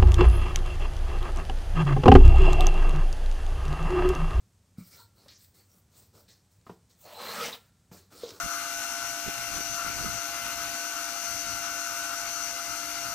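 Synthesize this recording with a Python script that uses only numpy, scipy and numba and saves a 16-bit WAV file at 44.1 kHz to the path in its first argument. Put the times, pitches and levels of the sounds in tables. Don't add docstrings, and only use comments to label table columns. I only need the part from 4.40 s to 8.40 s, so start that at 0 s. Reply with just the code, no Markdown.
import sys
import numpy as np
from scipy import signal
from scipy.fft import rfft, irfft
from scipy.io import wavfile
from numba import njit

SR = 44100
rng = np.random.default_rng(int(sys.argv[2]) if len(sys.argv) > 2 else 0)


def int16_out(signal):
    q = np.round(np.clip(np.atleast_2d(signal).T, -1, 1) * 32767)
    wavfile.write(sys.argv[1], SR, q.astype(np.int16))


N = 176400
T, FREQS = np.arange(N) / SR, np.maximum(np.fft.rfftfreq(N) * SR, 1)

# (time [s], friction level [dB], hiss boost [dB])
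PULL_ENVELOPE = [(2.56, -86, 10), (2.615, -71, 20), (2.67, -59.5, 8), (2.775, -54, 5), (2.815, -44.5, 1),
                 (3.065, -37.5, -0.5), (3.098, -39.5, 1.5), (3.114, -49, 5.5), (3.152, -45.5, 2),
                 (3.19, -73, 13), (3.3, -75, 2)]
# (time [s], centre [Hz], level [dB])
STRAP_SWEEP = [(2.6, 630, -83), (2.67, 670, -50.5), (2.78, 800, -50.5), (2.86, 985, -42.5),
               (3.03, 1300, -46.5), (3.09, 1390, -81)]
# (pitch [Hz], width [Hz], level against the friction [dB])
BELT_MODES = [(205, 28, -19.5), (455, 19, -16.5), (1279, 12, -10.5)]
# (start [s], attack [s], hold [s], scuff [dB], rasp [dB], hiss [dB])
STROKES = [ (0.372, .012, 0.1, -72, -68.5, -58.5), (0.496, 0.028, 0.078, -67.5, -62, -55.5),
           (0.745, 0.038, 0.08, -68.5, -72.5, -66), (0.879, 0.0056, 0.039, -70, -55.5, -66),
           (0.96, 0.056, 0.031, -84, -67, -59), (1.135, 0.013, 0.058, -71, -67.5, -61.5),
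           (1.28, 0.032, 0.072, -75.5, -87, -65.5), (1.495, 0.063, 0.07, -68, -70.5, -62),
           (1.557, 0.022, 0.003, -78, -74, -51.5), (1.724, 0.03, 0.04, -61, -74.5, -60),
           (1.877, 0.01, 0.023, -72.5, -59, -64), (2.1, 0.021, 0.007, -86, -78, -68),
           (2.25, 0.017, 0.058, -90, -70, -69), (2.488, 0.016, 0.0064, -74, -68.5, -65.5),
           (3.511, 0.022, 0.042, -60.5, -59.5, -54), (3.7, 0.025, 0.25, -57, -61, -58.5),
           (3.77, 0.074, 0.043, -52.5, -51.5, -62)]
# (peak time [s], half length [s], pitch [Hz], sharpness [Q], level [dB])
CATCHES = [ (0.408, 0.033, 2240, 10, -67), (0.408, 0.034, 1286, 4.5, -68), (0.543, .026, 2210, 7.7, -64.5),
           (0.544, 0.021, 5050, 4.3, -59.5), (0.606, 0.038, 4070, 6.2, -60), (0.607, 0.035, 1375, 9, -63.5),
           (0.612, 0.023, 948, 7.4, -59.5), (0.798, 0.023, 4230, 10, -67), (1.214, 0.037, 4430, 12, -71),
           (1.326, 0.022, 5540, 16, -69), (2.687, 0.046, 4250, 7, -59.5), (2.868, 0.096, 4100, 13, -45.5),
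           (3.035, 0.0091, 1306, 9, -37), (3.048, 0.019, 2150, 4.5, -40.5),
           (3.061, 0.013, 5700, 6.4, -43.5), (3.134, 0.0091, 3710, 6.1, -39.5),
           (3.843, 0.028, 3800, 3.9, -51.5)]
# (time [s], level [dB], pitch [Hz], decay t60 [s], slap level [dB])
KNOCKS = [ (0.3831, -21, 181, 0.029, -64), (0.403, -37, 175.7, 0.12, -66), (.86, -49.5, 527, 0.037, -53.5),
          (2.266, -43, 1243, 0.037, -45), (2.2946, -36, 984, 0.019, -43.5), (2.297, -29.5, 413, 0.026, -63),
          (2.2984, -42, 170, 0.15, -77), (3.514, -38, 182, 0.08, -47), (3.8343, -22.5, 472, 0.042, -47.5)]
# (time [s], level [dB])
NAIL_TICKS = [(0.883, -48), (2.047, -69), (2.2123, -64), (3.891, -43), (3.905, -40)]
# (delay [s], level [dB])
REFLECTIONS = [(0.0102, -14.5), (0.0256, -16.5)]

# (frequency [Hz], relative level [dB])
SLOT_EQ = [(70, -22), (190, 0.5), (330, -11.5), (480, 4), (750, -4), (1250, -3.5), (2400, -4.5), (5000, -6),
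           (6200, -10), (8500, -23.5), (10000, -33.5)]
# (frequency [Hz], relative level [dB])
SCUFF_EQ = [(80, 2), (180, 3.5), (480, 9), (950, -1), (1370, 3.5), (1700, -13.5), (4000, -6)]
# (frequency [Hz], relative level [dB])
RASP_EQ = [(700, -42), (1800, -3.5), (2300, -5.5), (2900, -9.5), (4200, 3.5), (5300, 3), (8500, -11),
           (10000, -28)]
# (frequency [Hz], relative level [dB])
HISS_EQ = [(1500, -24), (5000, -13.5), (8500, -2), (9600, -12.5), (15500, -1)]
# (frequency [Hz], relative level [dB])
SLAP_EQ = [(100, 3), (1100, -7), (4500, -31)]
# (frequency [Hz], relative level [dB])
TICK_EQ = [(1800, -2), (5000, 8), (14000, -16)]
# (frequency [Hz], relative level [dB])
ROOM_TONE_EQ = [(25, -21.5), (50, -7.5), (95, 4.5), (135, -5), (190, -4.5), (280, -15.5), (700, -21.5),
                (2800, -29), (8500, -25.5), (9600, -33.5)]


def pull(hiss_trim_db=-3.5, strap_q=1.54):
    level_db, hiss_db = automation(PULL_ENVELOPE)
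    strap_hz, strap_db = automation(STRAP_SWEEP)
    rasp = colour(grains(), SLOT_EQ)
    for hz, width_hz, db in BELT_MODES:
        rasp += from_db(db) * rms_one(resonate(grains(), hz, width_hz))
    rasp += from_db(hiss_trim_db + hiss_db) * colour(grains(), HISS_EQ)
    w = 2 * np.pi * strap_hz / SR
    first_pass = swept_band(grains(), w, strap_q) * np.sqrt(w)
    strap = rms_one(swept_band(first_pass, w, strap_q))
    moving = (T > PULL_ENVELOPE[0][0]) & (T < PULL_ENVELOPE[-1][0])
    return moving * (from_db(level_db) * rasp + from_db(strap_db) * strap)


def hand_rubs():
    textures = [colour(grains(), eq) for eq in (SCUFF_EQ, RASP_EQ, HISS_EQ)]
    power = np.zeros_like(textures)
    for start, attack, hold, *levels_db in STROKES:
        envelope = ramp(T - start, attack) * decay(T - start - attack - hold, t60=0.29)
        power += np.square(np.outer(from_db(levels_db), envelope))
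    return sum(np.sqrt(power) * textures)


def leather_chirps(octaves_per_s=0.32):
    out = np.zeros(N)
    for peak, half_length, hz, q, db in CATCHES:
        near = np.abs(T - peak) < 3 * half_length
        t = T[near] - peak
        pitch_hz = hz * np.exp2(octaves_per_s * t)
        w = 2 * np.sin(np.pi * pitch_hz / SR)
        swell = np.exp(-np.square(t / half_length))
        first_pass = swept_band(grains()[near], w, q)
        tone = swell * swept_band(first_pass, w, q)
        out[near] += from_db(db) * tone * np.linalg.norm(swell) / np.linalg.norm(tone)
    return out


def strap_thumps(attack_cycles=0.9):
    out = np.zeros(N)
    slap = colour(rng.standard_normal(N), SLAP_EQ)
    for start, db, hz, t60, slap_db in KNOCKS:
        age = T - start
        swing = np.sin(2 * np.pi * hz * age)
        out += from_db(db) * ramp(age, attack_cycles / hz) * decay(age, t60) * swing
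        out += from_db(slap_db) * ramp(age, attack_s=0.0012) * decay(age, t60=0.093) * slap
    return out


def nail_ticks():
    envelope = sum((T >= start) * from_db(db) * decay(T - start, t60=0.024) for start, db in NAIL_TICKS)
    return colour(rng.standard_normal(N), TICK_EQ) * envelope


def grains(per_s=8000, spread_db=3.0):
    sizes = from_db(spread_db * np.minimum(rng.exponential(size=N), 4))
    polarity = np.sign(rng.standard_normal(N))
    slips = rng.random(N) < per_s / SR
    return rms_one(sizes * polarity * slips)


def shifting_contact(friction, depth_db=2.5):
    spectrum, centres_hz = rfft(friction), np.geomspace(250, 16000, 19)
    out = np.zeros(N)
    for solo in np.eye(len(centres_hz)):
        band = irfft(spectrum * np.interp(FREQS, centres_hz, solo), N)
        out += band * from_db(depth_db * drift(rate_hz=11.4))
    return out


def room(x, tail_db=-10.5, damping_hz=4030, ring_db=1):
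    last_reflection = max(delay for delay, _ in REFLECTIONS)
    tail = rng.standard_normal(N) * decay(T, t60=0.26) * ramp(T, last_reflection)
    response = from_db(tail_db) * tail / np.linalg.norm(tail)
    for delay, db in REFLECTIONS:
        response[int(delay * SR)] += from_db(db)
    response = signal.sosfilt(signal.butter(1, damping_hz, fs=SR, output="sos"), response)
    ring = from_db(ring_db) * resonate(x, hz=1373, width_hz=3.2)
    return x + signal.fftconvolve(x, response)[:N] + ring


def room_tone(noise_db=-65, hum_db=-73.5, hum_hz=100):
    noise = from_db(noise_db) * colour(rng.standard_normal(N), ROOM_TONE_EQ)
    return noise + from_db(hum_db) * np.sin(2 * np.pi * hum_hz * T)


def from_db(db):
    return 10 ** (np.asarray(db) / 20)


def rms_one(x):
    return x / np.std(x)


def ramp(age, attack_s):
    return np.clip(age / attack_s, 0, 1)


def decay(age, t60):
    return from_db(-60 * np.clip(age / t60, 0, 3))


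def automation(breakpoints):
    times, *columns = np.transpose(breakpoints)
    return [np.interp(T, times, column) for column in columns]


def colour(x, eq, skirt_db=5.5):
    hz, db = np.transpose(eq)
    octaves_beyond = np.log2(FREQS / np.clip(FREQS, min(hz), max(hz)))
    gain_db = np.interp(np.log(FREQS), np.log(hz), db) - skirt_db * np.square(octaves_beyond)
    return rms_one(irfft(rfft(x) * from_db(gain_db), N))


def drift(rate_hz):
    spectrum = rfft(rng.standard_normal(N))
    return rms_one(irfft(spectrum / (1 + np.square(FREQS / rate_hz)), N))


def resonate(x, hz, width_hz):
    return signal.lfilter(*signal.iirpeak(hz, hz / width_hz, fs=SR), x)


@njit
def swept_band(x, w, q):
    out, low, band = np.zeros(len(x)), 0.0, 0.0
    for i in range(len(x)):
        low += w[i] * band
        band += w[i] * (x[i] - low - band / q)
        out[i] = band / np.sqrt(w[i])
    return out


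def scene(side_db=-84):
    friction = shifting_contact(pull() + hand_rubs())
    handling = friction + leather_chirps() + strap_thumps() + nail_ticks()
    mid = room(handling) + room_tone()
    side = from_db(side_db) * rng.standard_normal(N)
    return np.array([mid + side, mid - side])


def record(dry):
    return signal.sosfilt(signal.ellip(12, .1, 80, 15750, fs=SR, output="sos"), dry)


dry = scene()
out = record(dry)
int16_out(out)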